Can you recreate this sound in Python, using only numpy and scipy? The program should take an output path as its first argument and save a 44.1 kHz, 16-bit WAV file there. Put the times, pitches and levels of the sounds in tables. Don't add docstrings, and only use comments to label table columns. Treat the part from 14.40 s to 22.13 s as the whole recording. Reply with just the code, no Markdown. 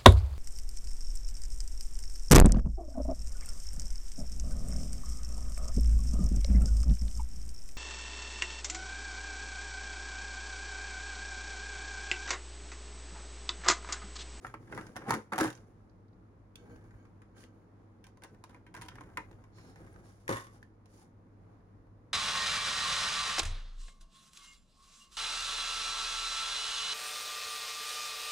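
import sys
import numpy as np
from scipy import signal
from scipy.fft import rfft, irfft, next_fast_len
from scipy.io import wavfile
from scipy.ndimage import uniform_filter1d, map_coordinates

SR = 44100
rng = np.random.default_rng(int(sys.argv[2]) if len(sys.argv) > 2 else 0)


def wav_record(signal):
    frames = np.transpose(np.atleast_2d(signal))
    bounded = np.clip(frames, -1, 1)
    quanta = np.round(bounded * 32767).astype(np.int16)
    wavfile.write(sys.argv[1], SR, quanta)


N = 340893
TOP_HZ = 16200

# f/Hz, level/dB, T60 as a multiple of the snap's own [1]
LID_WALL_MODES = [(804.6, 5.5, 1.7), (910, 6, 0.52), (1123, -2, 0.79), (1240, -5, 0.51), (1290, -0.5, 1.1),
                  (1413, -5, 2.4), (1568, 0, 1.9), (1700, -12.5, 1.4), (1892, -4.5, 1.2), (1970, -6.5, 1.5),
                  (2230, -4.5, 1.4), (2370, -6.5, 1.1), (3380, -2, 1.4)]
# f/Hz, level per Hz/dB
LID_CLATTER_SPECTRUM = [(350, -10.5), (650, -5), (900, -1.5), (1600, -2.5), (2300, -7.5), (3200, -20),
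                        (6000, -39)]
# f/Hz, level per Hz/dB
PANEL_SPECTRUM = [(50, -26), (85, -22), (120, 3.5), (160, 3.5), (220, 1.5), (320, 2), (480, -2), (690, -13),
                  (1400, -40.5)]
# f/Hz, level per Hz/dB
CRACK_SPECTRUM = [(1500, -10), (2500, 6), (4500, 1), (7000, -1), (10000, -1.5), (12500, -4), (15500, -7.5)]
# t/s, length/s, wall level/dB, hiss level/dB, run-out T60/s
SLIDING_STROKES = [(0.005, 0.072, -60.5, -67.5, 0.26), (0.184, 0.22, -68.5, -77.5, 0.44),
                   (0.293, 0.077, -57.5, -68.5, 1.3), (0.561, 0.12, -56, -84, 0.38),
                   (0.665, 0.044, -44.5, -56.5, 0.34), (0.97, 0.085, -51, -54, 0.31),
                   (1.08, 0.093, -71, -79, 1), (2.189, 0.22, -69.5, -87, 0.49),
                   (2.435, 0.11, -76, -88, 1.7), (2.954, 0.074, -68.5, -64.5, 0.12),
                   (3.815, 0.065, -71.5, -84, 0.84), (4.066, 0.09, -69.5, -83, 0.21),
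                   (4.344, 0.12, -66, -72, 0.23), (4.48, 0.21, -68, -82, 3),
                   (5.147, 0.15, -69.5, -73, 0.37), (5.357, 0.24, -68, -77, 0.4),
                   (5.625, 0.058, -69.5, -70.5, 1.05), (5.886, 0.072, -55.5, -51.5, 0.37),
                   (6.103, 0.041, -70, -71, 0.37), (6.474, 0.074, -80, -75.5, 0.18),
                   (6.521, 0.11, -72, -70, 0.18)]
STROKE_ATTACK_S = 0.03


def undb(db):
    return 10 ** (np.asarray(db) / 20)


def unit(x):
    return x / np.sqrt(np.mean(x ** 2))


def curve(rows, column=1):
    rows = np.array(rows)
    return np.interp(np.arange(N) / SR, rows[:, 0], rows[:, column])


def colour(x, points):
    hz, db = np.transpose(points)
    size = next_fast_len(x.shape[-1], True)
    bins_hz = np.maximum(np.arange(size // 2 + 1) * SR / size, 1)
    gain = undb(np.interp(np.log(bins_hz), np.log(hz), db))
    return irfft(rfft(x, size) * gain, size)[..., :x.shape[-1]]


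def noise(points, n, apart):
    shared, *own = colour(rng.standard_normal((3, n)), points)
    apart = np.clip(apart, 0, 1)
    return unit(np.sqrt(1 - apart) * shared + np.sqrt(apart) * np.array(own))


def walk(rate):
    step = max(int(SR / rate), 1)
    held = np.repeat(rng.standard_normal(N // step + 1), step)
    return unit(uniform_filter1d(held, step)[:N])


def fade(t, t60):
    return np.exp(-np.log(1000) * t / np.maximum(t60, 0.003))


def near(hz, centre_hz, octaves):
    return -6 * np.log2(1 + (np.log2(np.asarray(hz) / centre_hz) / octaves) ** 2)


def add(out, s, x):
    i = max(int(s * SR), 0)
    out[:, i:i + x.shape[-1]] += x[..., :N - i]


def swell(s, length, db, attack_s, release_t60):
    t = np.arange(N) / SR - s
    rise = np.clip(t / attack_s, 0, 1)
    return undb(db) * rise * fade(np.clip(t - length, 0, 2), release_t60)


def ring(t, hz, db, t60, detune, scatter_db, skew):
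    shift, size, side = rng.standard_normal((3, len(hz), 1))
    gain = undb(db[:, None] + scatter_db * size) * rng.choice([-1, 1], (len(hz), 1))
    phase = 2 * np.pi * hz[:, None] * (1 + detune * shift) * t
    swing = gain / np.sqrt(np.sum(gain ** 2) / 2) * fade(t, t60[:, None])
    lead = skew * side * np.clip(hz[:, None] / 1100, 0, 1)
    return np.array([np.sum(swing * np.sin(phase + port * lead), axis=0) for port in (1, -1)])


def background():
    # f/Hz, level per Hz/dB
    air_spectrum = [(12, -46.5), (20, -15.5), (48, -3.5), (70, -10.5), (86, -12), (107, -0.5), (142, -13.5),
                    (172, -7.5), (328, -12), (388, -18.5), (434, -15), (642, -23.5), (1090, -26.5),
                    (2820, -44.5), (16000, -63.5)]
    # f/Hz, level/dB
    hum_tones = [(50, -80), (100, -64.5), (316, -77.5)]
    air_db, wander_db, wander_per_s = -60, 1.17, 3
    mid, side = colour(rng.standard_normal((2, N)), air_spectrum)
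    side = colour(side, [(25, -2.5), (70, -15.0), (300, -11.5), (700, 0.0), (1500, 0.0)])
    air = unit(mid + side * np.array([[1], [-1]])) * undb(air_db + 0.63 * walk(11.0))
    deep = colour(air, [(130, 0.5), (260, -29)])
    deep_wander = undb(wander_db * walk(wander_per_s))
    rest_wander = undb(wander_db / 2 * walk(wander_per_s))
    out = deep * deep_wander + (air - deep) * rest_wander
    t = np.arange(N) / SR
    for hz, db in hum_tones:
        level = undb(db + 1.3 * walk(2.8))
        out = out + level * unit(np.sin(2 * np.pi * hz * t + 0.19 * walk(7)))
    return out


def stroke_gains():
    light_stroke_db, light_panel_db, panel_db_per_wall_db = -65.5, -60, 0.89
    power = 0
    for s, length, wall_db, hiss_db, run_out in SLIDING_STROKES:
        panel_db = light_panel_db + panel_db_per_wall_db * (wall_db - light_stroke_db)
        levels = [[hiss_db], [wall_db], [panel_db]]
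        power = power + swell(s, length, levels, STROKE_ATTACK_S, run_out) ** 2
    return np.sqrt(power)


def crinkle(catches, count=8):
    t, patch = np.arange(SR // 10) / SR, rng.integers(0, count, N)
    hz, db, life = np.transpose(LID_WALL_MODES)
    total = 0
    for k in range(count):
        response = ring(t, hz, db + near(hz, 1100, 1.0), life * 0.02, 0.081, 2.5, 0.62)
        total = total + signal.oaconvolve([catches * (patch == k)], response, axes=1)[:, :N]
    return unit(total)


def rubbing():
    # f/Hz, level per Hz/dB
    hiss_spectrum = [(1800, -9.5), (3000, 0), (4400, 1.5), (5400, 2.5), (6800, 1.5), (10000, 0.5),
                     (12000, -3.5), (16000, -11)]
    slips = (rng.random(N) < 900 / SR) * undb(2.0 * np.minimum(rng.exponential(size=N), 3.5))
    grains = unit(slips * rng.standard_normal((2, N))) + 1.4 * rng.standard_normal((2, N))
    grains = grains * undb(1.2 * walk(60))
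    catches = (rng.random(N) < 70 / SR) * rng.uniform(0.4, 1, N) ** 2
    hiss = unit(colour(unit(grains) + 0.24 * unit(catches), hiss_spectrum))
    patches = crinkle(unit(catches) + 0.66 * unit(grains[0]))
    clatter = unit(colour(grains + 0.5 * grains[::-1], LID_CLATTER_SPECTRUM))
    walls = unit(patches + 0.53 * clatter)
    panels = noise(PANEL_SPECTRUM, N, 0.069) * undb(3.4 * walk(25))
    hiss_gain, wall_gain, panel_gain = stroke_gains()
    return hiss * hiss_gain + walls * wall_gain + panels * panel_gain


def bumps():
    # t/s, length/s, level/dB
    shifts = [(0.032, 0.46, -58.5), (2.295, 0.095, -55.5), (2.422, .04, -56), (2.517, 0.038, -54.5),
              (4.365, 0.59, -58.5), (5.37, 0.21, -58.5), (5.854, 0.1, -56)]
    spectrum = [(20, -1.5), (48, 16.0), (75, 9.5), (120, 18.0), (220, -38.0)]
    gain = sum(swell(*row, attack_s=0.036, release_t60=0.2) for row in shifts)
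    return noise(spectrum, N, 0.054) * gain


def stray_snaps(count=6):
    per_s, over_stroke_db, spread_db = 24, 6, 4.5
    flex_db, crack_db, t60 = -9, -12, 0.12
    middle_hz, spread_octaves = 1270, 0.51
    rows = []
    for s, length, wall_db, *_ in SLIDING_STROKES:
        moments = (np.arange(count) + rng.random(count)) / per_s
        for delay, (size, pitch) in zip(moments, rng.uniform(-1.5, 1, (count, 2))):
            if delay < length:
                db = wall_db + over_stroke_db + spread_db * size
                hz = middle_hz * 2 ** (spread_octaves * pitch)
                rows.append((s + STROKE_ATTACK_S + delay, db, flex_db, crack_db, hz, t60))
    return rows


def stutter(count=4):
    gap_s, slip_db, fall_db, spread_db = 0.003, -13, -5, 4.5
    gap, size = rng.uniform(-1, 1, (2, count))
    times = np.cumsum(gap_s * 2 ** gap)
    run = np.zeros(SR // 20)
    run[0] = 1
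    for k, s in enumerate(times):
        strength = undb(slip_db + k * fall_db + spread_db * abs(size[k]))
        run[min(int(s * SR), len(run) - 1)] += np.sign(size[k]) * strength
    return run / np.sqrt(np.sum(run ** 2))


def snaps(rows, wall_modes, clatter_points, detune):
    # f/Hz, level/dB, T60/s
    panel_modes = [(121.5, -2, 0.095), (203, -8, 0.093), (238.6, -9, 0.14), (319.6, 5, 0.14),
                   (333, -11.5, 0.14), (458, 4, 0.12), (569, 2, 0.1)]
    hard_snap_db, hard_flex_hz, flex_octaves_per_db = -25, 307.4, 1.24
    out, t = np.zeros((2, N)), np.arange(SR // 6) / SR
    wall_hz, wall_db, wall_life = np.transpose(wall_modes)
    panel_hz, panel_db, panel_t60 = np.transpose(panel_modes)
    swell_in_s = 0.0022
    rise, after = np.minimum(t / swell_in_s, 1) ** 2, np.maximum(t - swell_in_s, 0)
    for s, db, flex_db, crack_db, ring_hz, t60 in rows:
        hard_db = 0.35 * (db + crack_db + 35.0)
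        crack_points = [(f, d + hard_db * f / TOP_HZ) for f, d in CRACK_SPECTRUM]
        crack_decay = fade(after, 0.0092) + undb(-9.5) * fade(after, t60)
        crack = noise(crack_points, len(t), 0.94) * crack_decay
        excited_db = wall_db + near(wall_hz, ring_hz, 0.65)
        modes = ring(t, wall_hz, excited_db, wall_life * t60, detune, 4.9, 0.13)
        dense_points = [(f, d + near(f, ring_hz, 0.94)) for f, d in clatter_points]
        clatter = noise(dense_points, len(t), 0.37) * fade(after, t60)
        walls = undb(-8.0) * modes + undb(-7.0) * clatter
        flex_hz = hard_flex_hz * 2 ** (flex_octaves_per_db * (db - hard_snap_db))
        bent_db = panel_db + near(panel_hz, flex_hz, 0.85)
        flex = ring(t, panel_hz, bent_db, panel_t60, 0.027, 2.1, 0.083)
        panel_noise = noise(PANEL_SPECTRUM, len(t), 0.06) * fade(t, 0.075)
        thump = (undb(-6.0) * flex + undb(-7.0) * panel_noise) * (1 - fade(t, 0.019))
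        burst = rise * (walls + undb(crack_db) * crack)
        crackle = signal.fftconvolve(burst, stutter()[None], axes=1)[:, :len(t)]
        add(out, s - swell_in_s / 2, undb(db) * (crackle + undb(flex_db) * rise * thump))
    return out


def lid_and_stray_snaps():
    # t/s, ring level/dB, panel flex re ring/dB, crack re ring/dB, ring centre f/Hz, gripped T60/s
    lid_rows = [ (0.047, -27.5, -17, -31, 1200, 0.028), (0.067, -43, -16, -7.5, 1530, 0.059),
                (0.14, -30, -12, -22, 1380, 0.03), (0.324, -33, -9.5, -23, 1390, 0.049),
                (0.348, -45, -4, -7, 950, 0.06), (0.368, -42.5, -7, -15, 1930, 0.031),
                (0.376, -30, -25, -17.5, 1370, 0.06), (0.388, -38, -10, -19, 1490, 0.063),
                (0.411, -45, -4, -10, 1600, 0.065), (0.467, -49, -9, -6, 1900, 0.071),
                (0.558, -36.5, -6, -16, 970, 0.021), (0.564, -28, -8.5, -14.5, 1440, 0.029),
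                (0.57, -34, -15, -10.5, 1520, 0.042), (0.620, -39, -6, -25, 1590, 0.022),
                (0.686, -34.5, -3, -19, 1300, 0.055), (0.694, -26.5, -10.5, -16, 1200, 0.06),
                (0.706, -17, -17, -13, 1220, 0.036), (0.721, -26, -9, -18.5, 1200, 0.061),
                (0.733, -27, -4, -15.5, 1410, .04), (0.739, -26, -9, -10, 1510, 0.048),
                (0.748, -34.5, -3, -7.5, 950, 0.052), (0.9205, -28, -13, -24, 1030, 0.047),
                (0.9245, -24.5, -10, -20, 1150, 0.034), (0.933, -25, -13, -16, 1440, 0.057),
                (0.944, -36.5, 2, -19, 1200, 0.084), (0.958, -36.5, -1, -8, 1000, 0.07),
                (0.98, -22.5, -16, -11, 967, 0.032), (0.986, -25, -8.5, -4, 1070, 0.025),
                (0.994, -28.5, -7.5, -18, 1100, .035), (1.0, -21.5, -8, -16, 1500, 0.029),
                (1.006, -25.5, -21, -8.5, 1400, 0.016), (1.01, -19, -2.5, -11, 1370, 0.033),
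                (1.021, -32, -4, -19, 900, .04), (1.031, -27, -8, -10.5, 1900, 0.041),
                (1.039, -35.5, -4, -1, 1500, 0.04), (1.045, -26.5, -4.5, -16.5, 940, 0.067),
                (1.056, -29, -6, -12, 1090, 0.062), (1.068, -37, -7, -7.5, 1200, .05),
                (1.076, -40.5, 2, -4.5, 1440, .06), (1.102, -44, 2, -2, 1440, .06),
                (1.127, -51.5, -8.5, 0, 1900, .05), (1.151, -57, -13, -3.5, 1500, .04),
                (1.175, -57.5, -9, -2, 1500, 0.041), (2.1565, -57, -6, 11, 2660, 0.011),
                (2.297, -57, 6, -18, 1560, 0.06), (2.361, -66, -8, 1, 1900, 0.045),
                (2.441, -56, -1, -15, 990, 0.084), (2.508, -57, -8, -12, 1550, .06),
                (2.54, -55, -4.5, -25, 860, 0.085), (2.653, -62.5, -6, -8, 1494, 0.066),
                (2.818, -59, -5, -5.5, 1896, 0.091), (2.965, -56, 2.5, -18.5, 1540, 0.071),
                (2.992, -65, -8, 0, 1820, .03), (3.006, -60, -10, -1, 2000, .025),
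                (3.021, -59, -12, -2, 1900, .025), (3.038, -58.5, 8, 4, 1850, 0.058)]
    return snaps(lid_rows + stray_snaps(), LID_WALL_MODES, LID_CLATTER_SPECTRUM, detune=0.045)


def ticks():
    # t/s, level/dB, centre f/Hz
    touches = [(0.466, -60, 5200), (1.151, -56, 6200), (1.496, -71.5, 4470), (1.683, -75.5, 4000),
               (1.731, -76.5, 4200), (2.652, -56.5, 1220), (2.818, -58, 1230), (2.981, -62, 3450),
               (3.011, -64, 2900), (3.033, -57.5, 1850), (3.048, -62.5, 3330), (4.372, -53, 1550),
               (4.431, -52, 3200), (4.486, -44.5, 3100), (4.518, -53, 1493), (4.557, -53, 1750),
               (4.585, -50, 1460), (4.611, -48, 1050), (5.43, -64.5, 1512), (5.53, -67, 9500),
               (5.561, -53, 1445), (5.616, -65, 1408), (6.592, -64, 897), (7.171, -62, 798),
               (7.471, -65, 798)]
    out, t = np.zeros((2, N)), np.arange(SR // 10) / SR
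    hz = np.geomspace(100, TOP_HZ, 80)
    for s, db, centre_hz in touches:
        band = np.transpose([hz, near(hz, centre_hz, octaves=0.24)])
        add(out, s, undb(db) * noise(band, len(t), 0.57) * fade(t, t60=0.036))
    return out


def squeaks():
    # t/s, length/s, first f/Hz, last f/Hz, level/dB
    bindings = [(0.664, 0.048, 799, 778, -42.5), (0.706, 0.016, 893, 864, -37),
                (0.977, 0.029, 925, 787, -36)]
    out = np.zeros((2, N))
    for s, length, first_hz, last_hz, db in bindings:
        n = int(length * SR)
        hz = np.linspace(first_hz, last_hz, n) * (1 + 0.044 * walk(377)[:n])
        phase = 2 * np.pi * np.cumsum(hz) / SR
        tone = np.sin(phase) + undb(-14) * np.sin(2 * phase)
        add(out, s, undb(db) * unit(tone) * signal.windows.tukey(n, 0.5))
    return out


def free_rings():
    # t/s, f/Hz, level/dB, T60/s
    booms = [(.688, 233, -39.5, 0.065), (.72, 128, -44, 0.075), (.725, 218, -38, 0.24),
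             (0.926, 210, -39, 0.19), (0.998, 249, -34, 0.13), (1.009, 312.4, -26, 0.09),
             (1.049, 315, -27, 0.066), (1.062, 124, -37.5, 0.26)]
    # t/s, level/dB
    lid_taps = [(2.156, -49)]
    # f/Hz, level/dB, T60/s
    lid_edge_modes = [(2560, -3, 0.038), (2750, 1.5, 0.025), (3380, 1, 0.021), (4600, 0.5, 0.017),
                      (5940, -9.5, 0.021)]
    # t/s, level/dB
    rim_taps = [(5.8785, -40), (6.2275, -53.5)]
    # f/Hz, level/dB, T60/s
    rim_modes = [(1723, 6, 0.019), (2100, -12, 0.029), (3270, -20.5, .025)]
    out, t = np.zeros((2, N)), np.arange(SR // 2) / SR
    struck = list(booms)
    for hits, modes in [(rim_taps, rim_modes), (lid_taps, lid_edge_modes)]:
        struck += [(s, hz, db + mode_db, t60) for s, db in hits for hz, mode_db, t60 in modes]
    for s, hz, db, t60 in struck:
        cluster = hz * np.linspace(0.98, 1.02, 3)
        tone = ring(t, cluster, np.zeros(3), np.full(3, t60), 0.0093, 1.7, 0.5)
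        add(out, s, undb(db) * tone * (1 - fade(t, 0.0061)))
    return out


def lid_drags():
    # t/s, length/s, panel level/dB, edge level/dB
    drags = [(2.157, .04, -69, -68), (2.196, 0.069, -62, -79), (2.283, 0.054, -55.5, -67.5),
             (2.424, 0.031, -70, -78), (2.555, .08, -71.5, -75.5), (2.938, 0.045, -66, -68.5),
             (3.018, 0.054, -65.5, -75), (3.12, 0.11, -67.5, -86)]
    # f/Hz, level/dB
    panel_bands = [(190, -4.5), (255, 2.5), (322, 5.5), (470, 0), (620, -9), (800, -17)]
    # f/Hz, level/dB
    edge_bands = [(1290, -4.5), (1565, -0.5), (2240, -9), (3050, -12), (4400, -18), (6600, -18.5)]

    def sing(bands, apart):
        peaks = [(f * 2 ** (k * 0.13), d - 30 * abs(k)) for f, d in bands for k in (-1, 0, 1)]
        return noise(peaks, N, apart)

    gains = 0
    for s, length, panel_db, edge_db in drags:
        gains = gains + swell(s, length, [[panel_db], [edge_db]], STROKE_ATTACK_S, release_t60=0.21)
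    panel, edge = gains
    judder = undb(1 * walk(70))
    return (panel * sing(panel_bands, 0.071) + edge * sing(edge_bands, 0.7)) * judder


def tray_snaps():
    # t/s, ring level/dB, panel flex re ring/dB, crack re ring/dB, ring centre f/Hz, T60/s
    rows = [ (3.641, -53, -18, -1, 2290, 0.079), (3.667, -57.5, -13, 0.5, 1075, 0.11),
            (3.772, -56, -1, -8, 1050, 0.055), (3.82, -51.5, -0.5, -8, 1050, 0.16),
            (3.836, -46.5, -23, 0.5, 2080, 0.056), (3.846, -42, -6.5, -15, 1010, 0.036),
            (3.946, -61, -4, -6, 1490, .04), (4.039, -41, -17, -9, 1166, 0.031),
            (4.094, -51.5, -7, -10, 1290, 0.056), (4.107, -64, -10, -1, 1900, .04),
            (4.145, -49, -6, -16, 1680, 0.047), (4.265, -52.5, -0.5, -10.5, 2230, 0.084),
            (4.341, -42, -11, -10.5, 990, 0.076), (4.349, -37.5, -19, -10, 1470, 0.034),
            (4.365, -43.5, -16, -9, 1580, 0.065), (4.375, -44.5, -5.5, -11, 1480, 0.068),
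            (4.413, -42, -23, -7, 1830, 0.045), (4.419, -40, -18, -3, 1410, 0.077),
            (4.451, -57, -3, -3, 1497, .05), (4.461, -49.5, -8, -6, 1000, .05),
            (4.484, -40, -32, -5.5, 1650, 0.044), (4.515, -55, -23, -26, 1500, 0.098),
            (4.555, -47.5, -18, -6, 1557, 0.05), (4.582, -44, -15, -31, 1480, 0.038),
            (4.608, -40.5, -17, -15.5, 1050, 0.042), (4.636, -52, -12, -11, 1395, 0.058),
            (4.772, -24, -26, -14, 1770, 0.028), (4.777, -29.5, -8.5, -31, 1020, 0.08),
            (4.912, -54.5, 1, -6.5, 1400, 0.037), (4.928, -54, -5, -15, 1510, 0.032),
            (5.039, -53, -9, -11, 1130, 0.043), (5.184, -50, -12, -11.5, 1460, 0.065),
            (5.358, -52.5, -2, -8, 1374, 0.11), (5.879, -35.5, -17, -5.5, 1900, 0.028),
            (6.228, -56, -17.5, -2.5, 1740, 0.026), (6.457, -60, -27.5, -3.5, 963, 0.12)]
    # f/Hz, level/dB, T60 as a multiple of the snap's own [1]
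    wall_modes = [(787, 7.5, 0.85), (950, 9.5, 0.91), (1025, 6, 1.7), (1455, -4, 1.95), (1580, 3.5, 1.94),
                  (1763, -4, 1.3), (1894, -15.5, 0.99), (2120, -7, 0.81), (2370, -3, 1.1),
                  (2660, -15, 0.74), (3320, 1.5, 1.13), (3840, -9.5, 0.89), (4090, 7, 0.62)]
    # f/Hz, level per Hz/dB
    clatter_points = [(350, -26), (680, -6), (950, 5), (1200, -9.5), (1500, -3.5), (2300, -2.5),
                      (3200, -14), (6000, -39)]
    return snaps(rows, wall_modes, clatter_points, detune=0.033)


def scrape():
    # f/Hz, level per Hz/dB
    spectrum = [(1800, -15), (3600, -10), (4300, -3), (4750, -14), (5350, -3), (6000, -22), (6700, -10),
                (8500, -31)]
    # t/s, length/s, level/dB, attack/s
    pulls = [(5.116, 0.18, -69.5, 0.047), (5.635, 0.024, -76, .012)]
    gain = sum(swell(s, length, db, attack_s, release_t60=0.39) for s, length, db, attack_s in pulls)
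    judder = undb(1 * walk(35))
    return noise(spectrum, N, 0.77) * gain * judder


def landings():
    # f/Hz, level/dB, T60/s
    free_modes = [(114, -2, 0.39), (173, -1.5, 0.16), (252, -5, 0.11), (350.4, 3, 0.096), (539, -1.5, .1),
                  (979, -6.5, .17), (1077, -5.5, 0.31), (1157, -7, 0.31), (1260, -7.5, 0.21),
                  (1474, -9.5, 0.3), (1780, -8, 0.25), (1944, -10, 0.27), (2260, -11, 0.18),
                  (2870, -19, 0.19), (3570, -10.5, 0.29)]
    # t/s, level/dB, crack re blow/dB, centre f/Hz
    blows = [(5.891, -28, -6, 770), (5.902, -33, -5, 483), (5.912, -31.5, -15, 427), (5.925, -31, -5, 760),
             (5.931, -36.5, -9, 950), (5.944, -44, -10, 1200), (5.957, -41.5, -7, 1100),
             (5.968, -37.5, -3, 1000), (5.981, -44, -5, 800), (6.006, -48, -9, 1100), (6.042, -54, 0, 1090),
             (6.067, -53.5, -2, 1200)]
    # f/Hz, level per Hz/dB
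    dense_spectrum = [(80, -12), (130, 4), (200, -1), (350, 0), (540, -3), (670, -12), (830, -6),
                      (1080, -1.5), (1400, -8), (1800, -3), (2500, -12), (3200, -8), (4200, -19),
                      (8000, -32)]
    out, t = np.zeros((2, N)), np.arange(SR // 2) / SR
    hz, mode_db, t60 = np.transpose(free_modes)
    for s, db, crack_db, centre_hz in blows:
        points = [(f, d + near(f, centre_hz, octaves=1.5)) for f, d in dense_spectrum]
        clatter = noise(points, len(t), 0.17) * fade(t, 0.063)
        modes = ring(t, hz, mode_db + near(hz, centre_hz, 2.5), t60, 0.022, 1.8, 0.52)
        crack_decay = fade(t, 0.013) + undb(-11) * fade(t, 0.067)
        crack = noise(CRACK_SPECTRUM, len(t), 1.0) * crack_decay
        blow = clatter + undb(-6) * modes + undb(crack_db) * crack
        add(out, s, undb(db) * blow * (1 - fade(t, 0.0045)))
    return out


def causal(hz, gain, size=4096):
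    cepstrum = irfft(np.interp(np.arange(size // 2 + 1) * SR / size, hz, np.log(gain)))
    k = np.arange(size)
    fold = (np.sign(k) + 1) * (k < size // 2)
    return irfft(np.exp(rfft(cepstrum * fold)))


def fine_resonances(x, spacing_hz, depth_db):
    hz = np.arange(1500, SR / 2, max(spacing_hz, 30))
    shared, *own = np.clip(rng.standard_normal((3, len(hz))), -1.5, 1.5)
    onset = np.clip((hz - hz[0]) / hz[0], 0, 1)
    ripple = undb(depth_db * (shared + np.array(own)) / np.sqrt(2) * onset)
    ripple = ripple / np.sqrt(uniform_filter1d(ripple ** 2, size=12, axis=1))
    return np.array([signal.oaconvolve(port, causal(hz, r))[:N] for port, r in zip(x, ripple)])


def room(x, t60, treble_t60, wet_db):
    low_points = [(60, -20.5), (200, -6.5), (500, 2.0), (1200, -3.5), (4000, -77.0)]
    high_points = [(300, -19.0), (900, -1.5), (2500, 1.0), (7000, 2.5), (16000, -10.5)]
    t = np.arange(SR // 2) / SR
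    low = noise(low_points, len(t), 0.24) * fade(t, t60)
    high = noise(high_points, len(t), 1.0) * fade(t, treble_t60)
    response = (undb(-10.5) * low + high) * np.clip((t - 0.003) / 0.0031, 0, 1)
    response = response / np.sqrt(np.sum(response ** 2) / 2)
    return x + undb(wet_db) * signal.fftconvolve(x, response, axes=1)[:, :N]


def scene():
    # t/s, lead of the left port/ms
    place = [(0, 0.11), (1.1, 0.14), (2.1, -0.21), (3.1, -0.1), (3.6, 0.059), (4.8, 0.13), (5.9, 0.28)]
    plastic = lid_and_stray_snaps() + tray_snaps() + landings() + rubbing()
    shell = fine_resonances(plastic, spacing_hz=105.9, depth_db=2.9)
    left, right = shell + ticks() + squeaks() + scrape() + lid_drags() + free_rings()
    read_at = np.arange(N) - curve(place) * SR / 1000
    right = map_coordinates(right, [read_at], order=5)
    wet = room(np.array([left, right]), t60=0.19, treble_t60=0.21, wet_db=-12.5)
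    return wet + bumps() + background()


def record(dry):
    # f/Hz, left level/dB, right level/dB
    treble_colour = [(2110, 1, 1), (2996, -2.5, -3), (5010, -4.5, 2.5), (7020, -14.5, 5), (7600, -7.5, -2),
                     (9820, 8, -18.5), (11300, -2.5, -18.5), (12800, -2.5, -3), (15000, -12.5, -1)]
    left = colour(dry[0], [(hz, db) for hz, db, _ in treble_colour])
    right = colour(dry[1], [(hz, db) for hz, _, db in treble_colour])
    low_pass = signal.ellip(8, 0.2, 70, TOP_HZ, fs=SR, output="sos")
    return signal.sosfilt(low_pass, np.array([left, right]))


dry = scene()
out = record(dry)
wav_record(out)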